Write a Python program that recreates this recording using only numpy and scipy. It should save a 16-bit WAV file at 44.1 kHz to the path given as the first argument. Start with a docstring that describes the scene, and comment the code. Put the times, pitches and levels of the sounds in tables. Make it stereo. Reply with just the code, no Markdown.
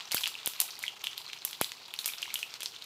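"""Hot oil sizzles in a steel wok on a gas ring, heard from close above in a tiled kitchen.
Trapped water flashes to steam in sharp snaps; steam bubbles tear open and resonate for a few cycles,
and countless smaller ones merge into a fizz. Each snap and pop scatters in the bowl and reverberates
in the room, and three hard snaps jolt the microphone. The flame rushes faintly underneath."""
import sys
import numpy as np
from scipy import signal
from scipy.fft import rfft, irfft, next_fast_len
from scipy.io import wavfile

SR = 44100
rng = np.random.default_rng(int(sys.argv[2]) if len(sys.argv) > 2 else 0)


def unload_audio(sound):
    """Save the sound as a 16-bit wav file, at the path given as the first command line argument."""
    columns = np.transpose(np.atleast_2d(sound))
    # keep every value between -1 and 1, then stretch to whole-number steps
    steps = np.round(np.clip(columns, -1, 1) * 32767)
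    wavfile.write(sys.argv[1], SR, steps.astype(np.int16))


N = 125685
GRAIN = 1024  # samples in one burst
TREBLE_HZ = 7040
FIZZ_PAN_DB = 1.5


def from_db(db):
    """Amplitude ratio of a level in decibels."""
    return 10 ** (np.asarray(db) / 20)


def rms_one(x):
    """Normalisation to unit mean power."""
    return x / np.sqrt(np.mean(x ** 2) + 1e-20)


def panned(db):
    """Direction by level difference: gains that put the left channel db above the right."""
    return from_db(np.array([[.5], [-.5]]) * db)


def add(out, s, sound):
    """Superposition: a sound joins the mix at s seconds."""
    i = int(np.clip(s * SR, 0, N - 1))
    out[:, i:i + sound.shape[-1]] += sound[..., :N - i]


def gain_at(colour, hz):
    """Spectral envelope, interpolated in decibels over log frequency."""
    corner_hz, db = np.transpose(colour)
    return from_db(np.interp(np.log(hz + 1), np.log(corner_hz), db))


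def bins(size):
    """Frequencies in Hz of a real Fourier transform."""
    return np.arange(size // 2 + 1) * SR / size


def minimum_phase(gain):
    """Folding the cepstrum gives the most compact causal click with this spectrum."""
    cepstrum = irfft(np.log(gain + 1e-6))
    half = len(cepstrum) // 2
    cepstrum[1:half] *= 2
    cepstrum[half + 1:] = 0
    return irfft(np.exp(rfft(cepstrum)))


def noise(colour, correlation):
    """Partly coherent stereo noise of unit power, mixed from a common and an opposed part."""
    size = 2 * next_fast_len(N // 2 + 1)
    white = rng.standard_normal((2, size))
    mid, side = irfft(rfft(white) * gain_at(colour, bins(size)))[:, :N]
    return rms_one(np.sqrt(1 + correlation) * mid + np.sqrt(1 - correlation) * side * [[1], [-1]])


def swarm(per_s, spread_db=4.5, range_db=14.5):
    """Independent bursts, mostly weak. Each row: start in seconds, extra dB, pitch deviation."""
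    draws = rng.random((int(per_s * N / SR), 4))
    extra_db = np.minimum(-spread_db * np.log(draws[:, 1]), range_db)
    deviation = (draws[:, 2] - draws[:, 3]) * np.sqrt(6)  # triangular, unit variance
    return zip(draws[:, 0] * N / SR, extra_db, deviation)


def vigour_db(s, follow=0.25):
    """A harder boil radiates more: the level follows a fraction of its swing about the mean."""
    # Vigour of the boil. Each row: time in seconds, vigour in dB.
    boil = [(0.0, -41.5), (.66, -38.5), (1.14, -46.5), (1.25, -44), (1.98, -45), (2.11, -32.5),
            (2.36, -46.5)]
    times, db = np.transpose(boil)
    return follow * (np.interp(s, times, db) - db.mean())


def fizz(level_db=-52, flicker_db=5, flickers_per_s=90):
    """Bubbles too small and many to tell apart sum incoherently to a flickering noise."""
    # Spectrum of the fizz. Each row: frequency in Hz, level in dB.
    colour = [(300, -32), (650, -5), (900, -10), (1300, 1.5), (1850, -2), (2400, 4), (3000, 3.5),
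              (4200, 3.5), (5800, -3.5), (7200, -5.5), (10000, -18), (15000, -16), (16000, -58)]
    t = np.arange(N) / SR
    flicker = np.interp(t * flickers_per_s, np.arange(N), rng.standard_normal(N))
    envelope = from_db(level_db + vigour_db(t) + flicker_db * flicker)
    return envelope * noise(colour, correlation=0.49) * panned(FIZZ_PAN_DB)


def flame(level_db=-62):
    """The gas flame radiates a steady broadband rush, strongest at low frequencies."""
    # Spectrum of the flame. Each row: frequency in Hz, level in dB.
    colour = [(25, -41), (50, -35), (80, -7), (125, 2.5), (220, -2.5), (420, 3.5), (590, -2), (850, 3),
              (2000, -15.5)]
    return from_db(level_db) * noise(colour, correlation=0.82) * panned(db=1)


def pop(db, hz, rise_cycles, crack_db):
    """Damped cavity resonance: the film tears with a click, and the ring swells and dies away."""
    # Spectrum of the tearing film. 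Each row: frequency in Hz, level in dB.
    crack_colour = [(300, -57), (950, 4), (1600, -28), (4000, 2.5), (7000, 5), (15000, -11)]
    crack = minimum_phase(gain_at(crack_colour, bins(GRAIN)))
    cycles = np.arange(GRAIN) / SR * hz
    age = cycles / rise_cycles
    ring = (age * np.exp(1 - age)) ** 2 * np.sin(2 * np.pi * cycles)
    return from_db(db) * (ring + from_db(crack_db) * crack)


def bubbles(small_hz=4040, low_hz=1035, mic_move_db_per_s=3):
    """Steam cavities resonate as large pops, a crowd of small ones and a low bubbling near 1 kHz."""
    # Large bubbles. Each row: start in seconds, level in dB, pitch in Hz, cycles to the top of
    # the ring (under 1 a dry crack, 2 a round plip).
    pops = [(.0070, -25, 2646, 0.78), (0.1118, -24, 3140, 1.2), (.1234, -17.5, 4670, 1.6),
            (.1340, -30.5, 2270, 2.9), (.1640, -26.5, 3200, 3.9), (0.167, -30.5, 1550, 2.2),
            (.1697, -27, 3120, 2.8), (.1701, -18.5, 4470, 2.3), (0.1803, -22, 5000, 1.9),
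            (0.1793, -24, 2530, 1.9), (0.2164, -24, 4020, 1.3), (.2356, -18, 3270, 1.8),
            (0.2397, -16.5, 3080, 1.23), (0.2579, -16, 2970, 1.5), (0.2656, -25.5, 4500, 3),
            (0.2698, -17, 2843, 0.69), (0.3523, -27, 2690, 2.4), (.4690, -19, 3283, 1.25),
            (.5358, -25, 3656, 0.66), (.5634, -32, 4030, 1.6), (0.6014, -18.5, 3180, 1.34),
            (0.7064, -23, 5700, 1.2), (0.8381, -22, 2130, 1.5), (.8648, -26, 3400, 2.3),
            (.8801, -19.5, 3030, 2.1), (1.0417, -20.5, 3120, 1.45), (1.0700, -16.5, 3030, 1.6),
            (1.1317, -28, 3380, 1.9), (1.1786, -20.5, 3929, 1.5), (1.264, -32, 4300, 3.7),
            (1.2992, -29.5, 2700, 1.15), (1.3322, -23, 2900, 0.82), (1.5306, -21.5, 3430, 0.82),
            (1.6127, -19.5, 2940, 1.13), (1.6198, -18.5, 2930, 0.6), (1.6447, -18, 3850, 1.15),
            (1.7188, -17.5, 3840, 0.49), (1.9063, -36, 3420, 3), (1.9390, -23, 2910, 1.02),
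            (1.9897, -18.5, 3950, 1.84), (2.0445, -19.5, 4800, 0.87), (2.0880, -26.5, 2440, 3),
            (2.1355, -29, 3460, 2.4), (2.183, -26, 4960, 1.9), (2.2278, -20, 2910, 2.4),
            (2.2307, -21.5, 3270, 1.06), (2.256, -31, 2190, 1.4), (2.278, -37.5, 1020, 1.6),
            (2.3563, -15.5, 3190, 1.73), (2.4291, -19.5, 2790, 1.95), (2.5402, -19, 4540, 0.63),
            (2.6204, -25.5, 3120, 1.5), (2.6590, -14.5, 4600, 1.2), (2.8220, -23.5, 4160, 1.32)]
    large = [(s, pop(db, hz, cycles, crack_db=0.5)) for s, db, hz, cycles in pops]
    small = [(s, -46 + db + vigour_db(s), small_hz * 2 ** (.36 * deviation))
             for s, db, deviation in swarm(per_s=200)]
    # The low bubbling grows fainter as the microphone moves.
    low = [(s, -58.5 + db - mic_move_db_per_s * s, low_hz * 2 ** (.2 * deviation))
           for s, db, deviation in swarm(per_s=200)]
    # Small bubbles are rounder and lie deeper in the foam: less click, more scattering.
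    crowd = [(s, pop(db, hz, rise_cycles=1.57, crack_db=-1.5)) for s, db, hz in small + low]
    return wok(large, pan_db=2, scatter_db=-5) + wok(crowd, pan_db=FIZZ_PAN_DB, scatter_db=-2.5)


def wok(bursts, pan_db, scatter_db, paths_per_s=5000, build_s=.00035, decay_s=.0024, max_lag_s=.00008):
    """Multipath scattering: each burst arrives directly, then by its own bounces in the bowl."""
    out, t, hz = np.zeros((2, N)), np.arange(GRAIN) / SR, bins(2 * GRAIN)
    fade = np.exp(-t / decay_s) * (1 - np.exp(-t / build_s))
    for s, sound in bursts:
        strength, spot = rng.random((2, 2, GRAIN))
        bounces = (strength - .5) * fade * (spot < paths_per_s / SR)
        bounces *= from_db(scatter_db) / np.sqrt(np.sum(bounces ** 2) / 2 + 1e-20)
        lag_s = np.round(spot[:, :1] * max_lag_s * SR) / SR  # direct path to each channel
        paths = np.exp(-2j * np.pi * hz * lag_s) + rfft(bounces, 2 * GRAIN)
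        add(out, s, irfft(rfft(sound, 2 * GRAIN) * paths))
    return out * panned(pan_db)


def kitchen(x, level_db=-6.5, low_t60_s=0.22, treble_t60_s=0.32, build_s=0.0022):
    """Reverberation: echoes off the tiles thicken into a diffuse tail whose treble lasts longest."""
    # Spectrum of the echoes. Each row: frequency in Hz, level in dB.
    colour = [(100, -7), (600, -24), (1500, 0.5), (3000, 2.5), (6000, 3.5), (9000, -2.5), (12000, -4.5),
              (16000, -0.5)]
    size, early_echoes_per_s, growth_s = 24000, 1700, .02
    t, hz = np.arange(size) / SR, bins(size)
    density = np.clip(early_echoes_per_s / SR * (1 + (t / growth_s) ** 2), 0, 1)
    echoes = rng.standard_normal((2, size)) * (rng.random((2, size)) < density) / np.sqrt(density)
    spectrum = rfft(echoes) * gain_at(colour, hz)
    low = irfft(spectrum * (hz < TREBLE_HZ)) * from_db(-60 * t / low_t60_s)
    treble = irfft(spectrum * (hz >= TREBLE_HZ)) * from_db(-60 * t / treble_t60_s)
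    tail = rms_one((low + treble) * (1 - np.exp(-t / build_s))) / np.sqrt(size)
    return from_db(level_db) * signal.fftconvolve(x, tail, axes=1)[:, :N]


def snap(db, treble_db):
    """Flash boiling: a water drop expands to steam and radiates a single pressure pulse."""
    # Spectrum of the pulse. Each row: frequency in Hz, level in dB.
    colour = [(40, -61), (300, -17.5), (900, -9.5), (2000, -9), (3500, -0.5), (5500, -3), (8500, -1.5),
              (11700, 3), (15000, -3), (16000, -18.5)]
    hz = bins(GRAIN)
    shelf = from_db(treble_db * hz ** 4 / (hz ** 4 + TREBLE_HZ ** 4))
    return from_db(db) * minimum_phase(gain_at(colour, hz) * shelf)


def spatter():
    """Loud snaps and faint ticks, as heard directly and as sent to the room, which escapes shadowing."""
    # Bursting drops. Each row: start in seconds, level in dB, treble shelf in dB, gain in dB of
    # the direct path, which the bowl may shade.
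    drops = [(.1184, -2, -1.5, 4.5), (.1266, -3, 4, -5), (.1455, 6, 4, -5), (.2088, 0.5, -1, -5.5),
             (.2758, 1, -4.5, -4), (.4605, -7, 5, 1.5), (.4745, -5, 9.5, -1), (.6023, 0, 6, 2),
             (.6035, 2, 3, -4.5), (.6143, -3, 3, 2.5), (.6197, -5.5, -3, 2.5), (.7912, -10, -1, -5),
             (.8284, 0.5, -7.5, -8.5), (1.0399, -1, -5.5, -4), (1.1790, -7.5, -0.5, -6),
             (1.4502, -2.5, 6, 1), (1.5102, -10, -1.5, -1.5), (1.6131, 2, 3.5, 0.5), (1.9392, -15, 0, 0.5),
             (1.9897, 0, -1, -13.5), (2.0589, 3.5, 3.5, -4.5), (2.0778, -6.5, 6.5, 2),
             (2.2200, -1, -7.5, -7), (2.3414, -3, 5, -0.5), (2.3907, 0.5, -5.5, -7.5),
             (2.6060, -1.5, -10, -6.5), (2.6320, -1.5, -4.5, -2.5)]
    ticks = [(s, -34 + db, -2, -3) for s, db, _ in swarm(per_s=14)]  # same columns
    rows = list(drops) + ticks
    direct = [(s, snap(db + direct_db, treble_db)) for s, db, treble_db, direct_db in rows]
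    to_room = [(s, snap(db, treble_db)) for s, db, treble_db, _ in rows]
    return [wok(bursts, pan_db=0.5, scatter_db=-4) for bursts in (direct, to_room)]


def jolts(knock_hz=497, knock_s=0.00027, swing_s=0.00066, swing_lag_s=0.00019, low_cut_hz=97):
    """Shock response: a knock displaces the microphone, and its two sides swing back opposite ways."""
    # Bursts that jolt the microphone. Each row: start in seconds, swing gain in dB, knock gain in dB.
    shocks = [(0.1454, -10, -19.5), (0.4739, -16.5, -22.5), (1.6132, -3, -7)]
    out, t = np.zeros((2, N)), np.arange(GRAIN) / SR
    knock = np.exp(-t / knock_s) * np.cos(2 * np.pi * knock_hz * t)
    swing = np.exp(-t / swing_s) * (1 - np.exp(-t / .00008)) * panned(db=4.5) * [[-1], [1]]
    for s, swing_db, knock_db in shocks:
        add(out, s, from_db(knock_db) * knock)
        add(out, s + swing_lag_s, from_db(swing_db) * swing)
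    low_cut = signal.butter(2, low_cut_hz, "high", fs=SR, output="sos")
    return signal.sosfilt(low_cut, out + 1e-18)


def scene():
    """The direct sound of the oil and its reverberant field superpose over the flame."""
    bed = flame() + fizz()
    snaps, snaps_to_room = spatter()
    pops = bubbles()
    room = kitchen(from_db(-1) * pops + snaps_to_room)  # bubbles sit low in the oil and send out less
    return bed + pops + snaps + room + jolts()


def record(dry, ceiling=0.8, stopband_hz=16300):
    """Soft saturation rounds the hardest peaks, and a steep low-pass limits the bandwidth."""
    low_pass = signal.cheby2(16, 70, stopband_hz, fs=SR, output="sos")
    return signal.sosfilt(low_pass, ceiling * np.tanh(dry / ceiling))


dry = scene()
out = record(dry)
unload_audio(out)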